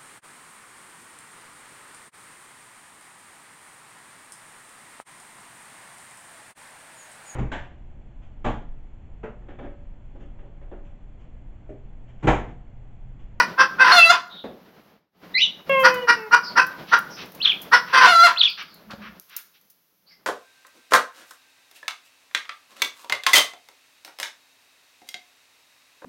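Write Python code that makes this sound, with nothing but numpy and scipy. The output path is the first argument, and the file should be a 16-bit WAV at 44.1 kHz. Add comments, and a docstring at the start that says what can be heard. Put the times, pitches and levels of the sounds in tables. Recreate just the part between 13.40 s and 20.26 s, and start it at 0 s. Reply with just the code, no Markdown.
"""A walled, tiled yard. Close by, a hen pushes out hoarse clucks and twice opens her beak into a shriek:
uneven pulses and puffs of air, shaped by her throat. Small birds whistle gliding chirps, and the
falling end of a crow cuts in with a click under the clucks. A dog pants softly, its claws ticking
on the tiles. There are a few dull thuds and a low microphone-handling rumble. The walls slap each
call back over a low murmur and a thin hiss."""
import sys
import numpy as np
from scipy import signal
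from scipy.fft import rfft, irfft, next_fast_len
from scipy.io import wavfile

SR = 44100
rng = np.random.default_rng(int(sys.argv[2]) if len(sys.argv) > 2 else 0)


def wav_out(sig):
    """Save sig, one row per channel (or a flat mono array), as 16-bit PCM at SR to the path in sys.argv[1]."""
    wavfile.write(sys.argv[1], SR, np.round(np.clip(np.atleast_2d(sig).T, -1, 1) * 32767).astype(np.int16))


N = 302526


def amp(db):
    """Decibels to gain."""
    return 10 ** (np.asarray(db) / 20)


def unit(x):
    """Scales to rms 1."""
    return x / np.sqrt(np.mean(x ** 2) + 1e-20)


def read(points, hz):
    """Reads a table on a log-frequency axis."""
    f, value = np.transpose(points)
    return np.interp(np.log(hz + 1), np.log(f + 1), value)


def curves(rows):
    """Draws breakpoints out into sample times and one curve per column."""
    s, *columns = np.transpose(rows)
    t = np.arange(s[0], s[-1], 1 / SR)
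    return [t] + [np.interp(t, s, c) for c in columns]


def add(mix, s, sound):
    """Mixes a sound in at time s."""
    start = round(s * SR)
    sound = sound[max(-start, 0):]
    part = mix[max(start, 0):][:len(sound)]
    part += sound[:len(part)]


def coloured(x, spectrum, extra_db=lambda hz: 0):
    """EQs by a spectrum and an optional further curve; rms 1."""
    size = next_fast_len(len(x) + 2048)
    hz = np.fft.rfftfreq(size, 1 / SR)
    gain = amp(read(spectrum, hz) + extra_db(hz))
    return unit(irfft(rfft(x, size) * gain, size)[:len(x)])


def wobble(size, rate_hz):
    """Smooth random motion of about unit size."""
    at = np.arange(size) * rate_hz / SR
    knots = np.arange(at[-1] + 2)
    return np.interp(at, knots, rng.standard_normal(len(knots)))


def treble(hz, corner_hz=2400):
    """A shelf that climbs from 0 to 1."""
    return hz ** 4 / (hz ** 4 + corner_hz ** 4)


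def resonance(hz, centre_hz, width_hz):
    """A bell of height 1."""
    return 1 / (1 + ((hz - centre_hz) / width_hz) ** 2)


def step(x):
    """A smooth step from 0 to 1 around x = 0."""
    return (1 + np.tanh(x)) / 2


def harmonics(turns, hz, throat_db, flutter_db, count=24):
    """A pulse train built from fluttering harmonics under a throat curve; power 1."""
    k = np.arange(1, count + 1)[:, None]
    flutter = np.array([wobble(len(hz), rate_hz=45) for _ in k]) * np.minimum(k / 5, 1)
    gains = amp(throat_db(k * hz) + flutter_db * flutter) * (k * hz < SR / 2)
    throat_phase = np.pi * k * (k - 1) / 2  # the throat delays each harmonic differently
    waves = np.sin(2 * np.pi * k * turns + throat_phase)
    return (gains * waves).sum(0) / np.sqrt((gains ** 2).sum(0) / 2)


# Air rasping through the hen's throat: freq_hz, gain_db
RASP_EQ = [(100, -42.5), (250, -18.5), (480, -18.5), (720, -14), (950, -3.5), (1400, 1), (1900, -3),
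           (2150, -11.5), (2800, -13.5), (3700, -16.5), (4600, -14), (5950, -20.5), (6600, -42),
           (15000, -42.5)]


def syrinx(hz, rough, throat_db, rasp_db):
    """The hen's voice: pulses that grow uneven with roughness, and a puff of air in every cycle."""
    rough = np.clip(rough, 0, 1)
    jitter = .04 * np.sqrt(rough) * wobble(len(hz), rate_hz=300)
    tremor = .005 * wobble(len(hz), rate_hz=90)
    hz = hz * (1 + jitter + tremor)
    turns = np.cumsum(hz) / SR
    puffs = rng.standard_normal(len(hz)) * (1 + .39 * np.cos(2 * np.pi * turns))
    tone = harmonics(turns, hz, throat_db, flutter_db=4.5)
    air_share = .5 * rough
    return np.sqrt(1 - air_share) * tone + np.sqrt(air_share) * coloured(puffs, RASP_EQ, rasp_db)


# The hen's throat, beak nearly shut: freq_hz, gain_db
SHUT_BEAK_EQ = [(250, -39.5), (490, -22.5), (720, -20.5), (1000, -5), (1480, -0.5), (1950, -7), (2150, -26),
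                (2480, -11), (3650, -35.5), (4500, -18), (5900, -20), (6600, -52), (9800, -39),
                (15000, -66)]
# Hoarse clucks: peak_s, level_db, pitch_hz, swell_s, fade_s, roughness, treble_db, nasal_db
CLUCKS = [(.003, -9.5, 502.6, 0.017, 0.019, 0.5, -3.5, -3),
          (.208, -7.5, 536.4, 0.027, 0.033, 0.34, -10.5, 10),
          (.418, -7, 522.2, 0.028, 0.034, 0.19, -6.5, 7.5),
          (2.461, -7, 488.8, 0.025, 0.023, 0.62, -5.5, 3.5), (2.704, -7, 476.8, 0.027, 0.016, .4, -3, -7),
          (2.946, -7, 490.3, 0.029, 0.014, 0.37, -3.5, -9), (3.185, -9.5, 479, .024, 0.016, 0.83, -5.5, -5),
          (3.201, -7, 514.2, .011, 0.009, 0.09, -4, -3), (3.541, -8.5, 477.4, .022, .022, 0.7, -7, 6),
          (4.342, -7, 489, 0.023, 0.033, 0.52, -2, 1), (4.548, -10.5, 531, 0.021, 0.055, 0.65, -2, 7),
          (4.58, -8, 519, 0.013, 0.029, .25, 0.5, 6.5)]


def cluck(peak_s, level_db, pitch_hz, swell_s, fade_s, rough, treble_db, nasal_db):
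    """A short push of air: pitch and brightness arch with the pressure, and the ends are hoarsest."""
    t = np.arange(-np.sqrt(2) * swell_s, np.sqrt(2) * fade_s, 1 / SR)
    slack = np.where(t < 0, t / swell_s, t / fade_s) ** 2  # 0 at full pressure
    lift = lambda f: treble_db * treble(f) + nasal_db * resonance(f, 3400, width_hz=280)
    throat_scale = 1 + .024 * rng.uniform(-.88, 1)  # the throat is set a little differently each time
    throat = lambda f: read(SHUT_BEAK_EQ, f * throat_scale) + lift(f)
    voice = syrinx(pitch_hz * (1 - .06 * slack), rough + .32 * slack ** 2, throat, lift)
    body = signal.sosfiltfilt(signal.butter(4, 2200, fs=SR, output="sos"), voice)
    top = (voice - body) * amp(-6 * slack)
    envelope = amp(level_db - 17 * slack) * signal.windows.tukey(len(t), .25)
    return peak_s + t[0], (body + top) * envelope


# Colours of the murmur, the hiss and the hum: freq_hz, gain_db
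MURMUR_EQ = [(25, 1), (55, -1.5), (110, -12), (180, 2), (240, -7), (550, -9), (1200, -14), (2200, -19),
             (5200, -27), (8400, -51.5), (16000, -61.5)]
HISS_EQ = [(3000, -7.5), (6000, -6), (8400, -20), (10000, -11), (12000, -1), (14500, -5), (16000, -2.5)]
HUM_EQ = [(30, -18), (55, 0), (100, -28), (175, -24), (210, 0.5), (250, -34), (500, -53), (2000, -80)]
# Fader moves on the ambience bed: time_s, murmur_db, hiss_db
BED_LEVELS = [(0, -39, -57), (.9, -51, -65.5), (1.55, -53.5, -66), (1.87, -43.5, -60), (2.05, -48, -64),
              (2.25, -48.5, -61), (2.33, -36.5, -51.5), (2.799, -45, -57), (4.6, -45.5, -54.5),
              (5.199, -59, -61.5), (5.77, -50.5, -62), (5.82, -72.5, -56.5), (6.52, -76.5, -66),
              (6.86, -61.5, -66)]


def ambience(waver_db=3.5, dip_s=1.68, dip_db=-28, hum_start_s=5.44, hum_length_s=.32, hum_db=-44.5):
    """A wavering low murmur and a thin hiss that dip together once; a soft hum swells briefly."""
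    s, murmur_db, hiss_db = np.transpose(BED_LEVELS)
    t = np.arange(N) / SR
    murmur = coloured(rng.standard_normal(N), MURMUR_EQ)
    murmur *= amp(np.interp(t, s, murmur_db) + waver_db * wobble(N, rate_hz=25))
    hiss = coloured(rng.standard_normal(N), HISS_EQ) * amp(np.interp(t, s, hiss_db))
    bed = (murmur + hiss) * amp(dip_db * np.exp(-((t - dip_s) / .1) ** 2))
    hum = coloured(rng.standard_normal(int(hum_length_s * SR)), HUM_EQ)
    add(bed, hum_start_s, amp(hum_db) * hum * signal.windows.tukey(len(hum), .4))
    return bed


# The hen's throat, beak wide open: freq_hz, gain_db
OPEN_BEAK_EQ = [(400, -43), (700, -9.5), (1380, -3), (2050, -13), (2700, -18), (3400, -16.5), (4100, -14),
                (4800, -22), (6000, -29.5), (7300, -34), (8200, -45.5), (9500, -36.5), (13000, -46),
                (16000, -47.5)]
# Squawks, with ease, push and break timed from the jump: jump_s, held_hz, rasp_s, rasp_db, shriek_db,
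# ease_s, push_s, break_s, swell_db_per_s, whistle_db, strain_ring_db, treble_db
SQUAWKS = [(.52, 667.3, .08, -10.5, -11.5, .064, .188, .2, -75.5, 19, 6, 2.5),
           (4.668, 671.5, .062, -7, -13, .05, .176, .204, 37.5, -11, -2.5, 4)]


def squawk(jump_s, held_hz, rasp_s, rasp_db, shriek_db, ease_s, push_s, break_s,
           swell_db_per_s, whistle_db, strain_ring_db, treble_db):
    """A rasp jumps to a strained shriek as the beak opens; it eases, is pushed again, and collapses."""
    rasp_hz, strain_hz = 502.8, 44.7
    build_db_per_s, collapse_db_per_s, collapse_s, flip_s = 69.5, 184, .055, .002
    t = np.arange(-rasp_s, break_s + collapse_s, 1 / SR)
    jumped, broken = step(t / flip_s), step((t - break_s) / flip_s)
    beak = jumped - broken  # 0 nearly shut, 1 wide open
    strain = step((ease_s - t) / .0092)
    push = np.exp(-((t - push_s) / .013) ** 2)
    hz = (1 - beak) * rasp_hz + beak * (held_hz + strain_hz * (strain + push))
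    crack = np.exp(-abs(t) / .0083)  # the shriek starts rough and clears
    rough = (1 - beak) * .87 + beak * (.015 + .07 * strain + .83 * crack + .021 * push)

    held_db = beak * (1 - strain) * (1 - push) * swell_db_per_s * (t - .11)
    db = (1 - jumped) * (rasp_db + build_db_per_s * t)
    db += jumped * (shriek_db + held_db + strain + 4 * push)
    db -= broken * (4 + collapse_db_per_s * (t - break_s))

    # Mid shriek, the fourth harmonic trades level with the throat's main resonance.
    whistle = whistle_db * np.exp(-((t - .108) / .053) ** 4)
    shut = lambda f: read(SHUT_BEAK_EQ, f) + 13 * resonance(f, 950, width_hz=120)
    wide = lambda f: (read(OPEN_BEAK_EQ, f) + treble_db * treble(f)
                      + whistle * resonance(f, 4 * held_hz, width_hz=120)
                      + (3.5 - .37 * whistle) * resonance(f, 1392, width_hz=410)
                      + strain_ring_db * strain * resonance(f, 4300, width_hz=120))
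    throat = lambda f: (1 - beak) * shut(f) + beak * wide(f)
    voice = syrinx(hz, rough, throat, lambda f: 5 * resonance(f, 2900, width_hz=900))
    return jump_s - rasp_s, amp(db) * voice * signal.windows.tukey(len(t), .05)


# Distant birds: start_s, length_s, first_hz, last_hz, level_db
FAR_BIRDS = [(0.885, 0.16, 3780, 3563, -46), (3.021, 0.091, 5320, 4200, -38),
             (3.692, .093, 5650, 5090, -48), (5.074, 0.041, 4630, 4640, -34), (5.259, .13, 4960, 4110, -58),
             (6.656, 0.096, 4240, 5380, -58), (6.7, 0.055, 2200, 2026, -62)]


def far_bird(start_s, length_s, first_hz, last_hz, level_db, buzz=.067):
    """A thin slur, made buzzy by a fast shake in pitch."""
    size = int(length_s * SR)
    hz = np.linspace(first_hz, last_hz, size) * (1 + buzz * wobble(size, rate_hz=1500))
    slur = np.sin(2 * np.pi * np.cumsum(hz) / SR) * signal.windows.tukey(size, .6)
    return start_s, amp(level_db) * unit(slur)


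# The dull body of a bump: freq_hz, gain_db
BUMP_EQ = [(40, 7), (120, -3), (200, 3), (400, 0), (680, -1.5), (950, -13.5), (1500, -16), (4000, -20.5),
           (9000, -46)]
# Soft thuds, then the handling rumble: start_s, level_db, decay_s, treble_db, bass_db
BUMPS = [(1.039, -28.5, 0.036, -11, -6), (1.091, -39.5, 0.041, -29, 1), (5.506, -37, 0.014, 29, 1),
         (5.533, -26.5, 0.006, 4.5, 3.5), (5.559, -56, 0.17, -14, 36)]


def bumps(attack_s=.0016):
    """Dull thuds and a low microphone-handling rumble that die away."""
    out = np.zeros(N)
    t = np.arange(SR // 4) / SR
    for start_s, level_db, decay_s, treble_db, bass_db in BUMPS:
        shelves = lambda f: treble_db * treble(f, 1900) + bass_db * (1 - treble(f, 170))
        thud = coloured(rng.standard_normal(len(t)), BUMP_EQ, shelves)
        envelope = np.exp(-t / decay_s) * (1 - np.exp(-t / attack_s))
        add(out, start_s, amp(level_db) * thud * envelope)
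    return out


def chirp(hz, db, rough, overtone_db, overtone_db_per_octave=-31, flutter_db=7):
    """A gliding whistle with an overtone that fades as it climbs; roughness shakes pitch and level."""
    shaken_hz = hz * (1 + .1 * rough * wobble(len(hz), rate_hz=800))
    phase = 2 * np.pi * np.cumsum(shaken_hz) / SR
    rolloff = (1 - treble(2 * hz, corner_hz=5900) ** 2) ** 2
    overtone = amp(overtone_db + overtone_db_per_octave * np.log2(hz / 2080)) * rolloff
    tone = (np.sin(phase) + overtone * np.sin(2 * phase)) * signal.windows.tukey(len(hz), .14)
    return np.sqrt(2) * tone * amp(db + flutter_db * rough * wobble(len(hz), rate_hz=400))


# The two voices of a rising chirp: time_s, pitch_hz, level_db, roughness
FIRST_VOICE = [(1.936, 1825, -47.5, 0.2), (1.955, 2010, -20, 0.2), (1.972, 2060, -20, 0.14),
               (1.99, 2525, -20, 0.42), (2.006, 2797, -23, 0.71), (2.03, 2980, -13, 0.1),
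               (2.052, 3050, -23, 0.4), (2.072, 2570, -34, 0.4)]
SECOND_VOICE = [(1.995, 2970, -41.5, 0.9), (2.015, 3510, -22, 0.8), (2.032, 3810, -19.5, 0.5),
                (2.055, 3496, -24, 0.3), (2.075, 3280, -38.5, .4)]


def rising_chirp():
    """A small bird sweeps upward on one side of its syrinx, and the other side joins in."""
    out = np.zeros(N)
    for voice in (FIRST_VOICE, SECOND_VOICE):
        t, hz, db, rough = curves(voice)
        add(out, t[0], chirp(hz, db, rough, overtone_db=-1.5))
    return out


# The rooster's throat: freq_hz, gain_db
CROW_EQ = [(450, -1.5), (550, -5), (1050, -9), (1600, -20.5), (2100, -13.5), (2450, -19.5), (2720, -12),
           (3250, -22.5), (3800, -36), (6000, -49.5)]
# The falling end of a crow, in two notes: start_s, length_s, first_hz, level_db, attack_s
CROW_NOTES = [(2.294, .372, 547.9, -17, .003), (2.74, .16, 454.3, -36.5, .04)]


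def crow(start_s, length_s, first_hz, level_db, attack_s):
    """A clean held note that sinks and fades as the air runs out."""
    sag_hz_per_s, hold_s, fade_db_per_s, release_s = 180, .097, 52.5, .015
    t = np.arange(0, length_s, 1 / SR)
    hz = first_hz - sag_hz_per_s * t
    turns = np.cumsum(hz * (1 + .003 * wobble(len(t), rate_hz=200))) / SR
    tone = harmonics(turns, hz, lambda f: read(CROW_EQ, f), flutter_db=3.5, count=6)
    level = amp(level_db - fade_db_per_s * np.maximum(t - hold_s, 0))
    ends = np.minimum(t / attack_s, 1) * np.minimum((length_s - t) / release_s, 1)
    return start_s, level * ends * tone


# The bright edge of a tick: freq_hz, gain_db
TICK_EQ = [(1000, -31), (3500, -11), (6500, -3), (8200, -12), (9500, -4), (16000, 1.5)]
# A click as the crow cuts in, then the clearest claw ticks and scrapes: start_s, level_db, decay_s
TICKS = [(2.294, -38.5, 0.0024), (2.395, -39, 0.066), (2.543, -32.5, 0.0062), (3.267, -37.5, 0.0074),
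         (3.591, -27, .002), (3.92, -43, 0.0056), (3.949, -38, 0.0069), (4.217, -34.5, 0.014),
         (5.798, -32.5, 0.0019), (5.896, -43, .0037), (5.965, -21.5, 0.0068), (6.213, -50, .003),
         (6.3, -45.5, 0.01)]


def ticks(patter_count=9, patter_span_s=(3.2, 5.8), patter_range_db=(-50, -43), patter_decay_s=.006):
    """A sharp click as the crow cuts in; then claws tick and scrape on tile, with a light random patter."""
    out = np.zeros(N)
    t = np.arange(SR // 4) / SR
    patter = [(rng.uniform(*patter_span_s), rng.uniform(*patter_range_db), patter_decay_s)
              for _ in range(patter_count)]
    ring = lambda f: 8.5 * resonance(f, 12600, width_hz=590)
    for start_s, level_db, decay_s in TICKS + patter:
        tick = coloured(rng.standard_normal(len(t)), TICK_EQ, ring)
        add(out, start_s, amp(level_db) * tick * np.exp(-t / decay_s))
    return out


# The dog's throat and muzzle: freq_hz, gain_db
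MUZZLE_EQ = [(200, -12.5), (700, -14), (1100, 4.5), (1650, 6), (2050, 2.5), (2450, 5), (3300, 1),
             (4200, -3.5), (6000, -9), (7000, -47), (15000, -34)]
# Soft breaths: start_s, length_s, level_db, treble_db
PANTS = [(3.456, 0.13, -40, 8), (3.754, 0.1, -38.5, 8), (4.026, 0.084, -32.5, -1), (4.455, 0.1, -38.5, -3),
         (5.013, 0.066, -31.5, 13.5), (5.164, 0.078, -33.5, 2), (5.488, 0.053, -40, -33),
         (5.594, 0.12, -42, -9.5), (5.872, .17, -47.5, 3), (6.128, 0.067, -59.5, 13.5),
         (6.659, 0.12, -64.5, 5)]


def pants():
    """Puffs of air swell and fade through the dog's open muzzle."""
    out = np.zeros(N)
    for start_s, length_s, level_db, treble_db in PANTS:
        air = rng.standard_normal(int(length_s * SR))
        breath = coloured(air, MUZZLE_EQ, lambda f: treble_db * treble(f))
        add(out, start_s, amp(level_db) * breath * signal.windows.tukey(len(breath), .8))
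    return out


# The shape of a twice-arched chirp: offset_s, pitch_hz, level_db
ARCH_SHAPE = [(0, 2520, -30), (.013, 2760, -29.5), (.028, 4130, -21), (.037, 4390, -22.5),
              (.058, 3533, -11), (.067, 2357, -27.5), (.079, 3350, -17), (.091, 3625, -19.5),
              (.124, 2450, -23), (.132, 2365, -39)]
# Its cues: start_s, gain_db
ARCH_CUES = [(3.999, -2.5), (4.957, -2)]


def arched_chirps():
    """A small bird's whistle arches twice, flaring as it glides through the throat's resonance."""
    out = np.zeros(N)
    _, hz, db = curves(ARCH_SHAPE)
    flare_db = 10 * resonance(hz, 3270, width_hz=130)
    for start_s, gain_db in ARCH_CUES:
        add(out, start_s, chirp(hz, db + flare_db + gain_db, rough=.33, overtone_db=-15))
    return out


# Slaps off the near walls: delay_s, level_db
WALL_SLAPS = [(.0043, -23), (.0117, -27), (0.0199, -12), (0.0304, -13.5), (.044, -18)]
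# The yard's reverb time: freq_hz, t60_s
YARD_DECAY = [(250, .5), (700, 0.4), (1400, 0.47), (2500, 0.3), (4600, 0.39), (12000, 0.26)]


def yard(x, walls_db, tail_db, echoes_per_s=3000, predelay_s=.008):
    """The direct sound, slaps off the near walls, and a diffuse tail whose treble dies first."""
    size = SR * 3 // 4
    taps = rng.choice([-1., 1.], size) * (rng.random(size) < echoes_per_s / SR)
    taps *= np.arange(size) > predelay_s * SR
    hz, t, bands = signal.stft(taps, SR, nperseg=256)
    decay = amp(-60 * t / read(YARD_DECAY, hz)[:, None])
    _, tail = signal.istft(bands * decay, SR, nperseg=256)
    response = amp(tail_db) * tail / np.linalg.norm(tail)
    for delay_s, level_db in WALL_SLAPS:
        response[int(delay_s * SR)] += amp(level_db + walls_db)
    return x + signal.fftconvolve(x, response)[:N]


def scene():
    """Each group of sounds with its own sends to the yard, over the ambience bed; mono."""
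    hen, rooster, far_birds = np.zeros((3, N))
    for row in CLUCKS:
        add(hen, *cluck(*row))
    for row in SQUAWKS:
        add(hen, *squawk(*row))
    for row in CROW_NOTES:
        add(rooster, *crow(*row))
    for row in FAR_BIRDS:
        add(far_birds, *far_bird(*row))
    mix = yard(hen, walls_db=2, tail_db=-13)
    mix += yard(rooster, walls_db=-19.5, tail_db=-10.5)
    mix += yard(rising_chirp() + arched_chirps(), walls_db=1, tail_db=-13)
    mix += yard(far_birds, walls_db=-2, tail_db=-5)
    mix += yard(pants() + bumps() + ticks(), walls_db=-15.5, tail_db=-8.5)
    return (mix + ambience())[None]


def record(dry, low_cut_hz=125, high_cut_hz=16000):
    """The loudest peaks are rounded off, the microphone thins the bass, and the very top is cut."""
    rounded = dry / (1 + dry ** 10) ** (1 / 10)
    thinned = signal.sosfilt(signal.butter(2, low_cut_hz, "highpass", fs=SR, output="sos"), rounded)
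    high_cut = signal.firwin(511, high_cut_hz, window=("kaiser", 9), fs=SR)
    return signal.oaconvolve(thinned, high_cut[None], "same")


dry = scene()
out = record(dry)
wav_out(out)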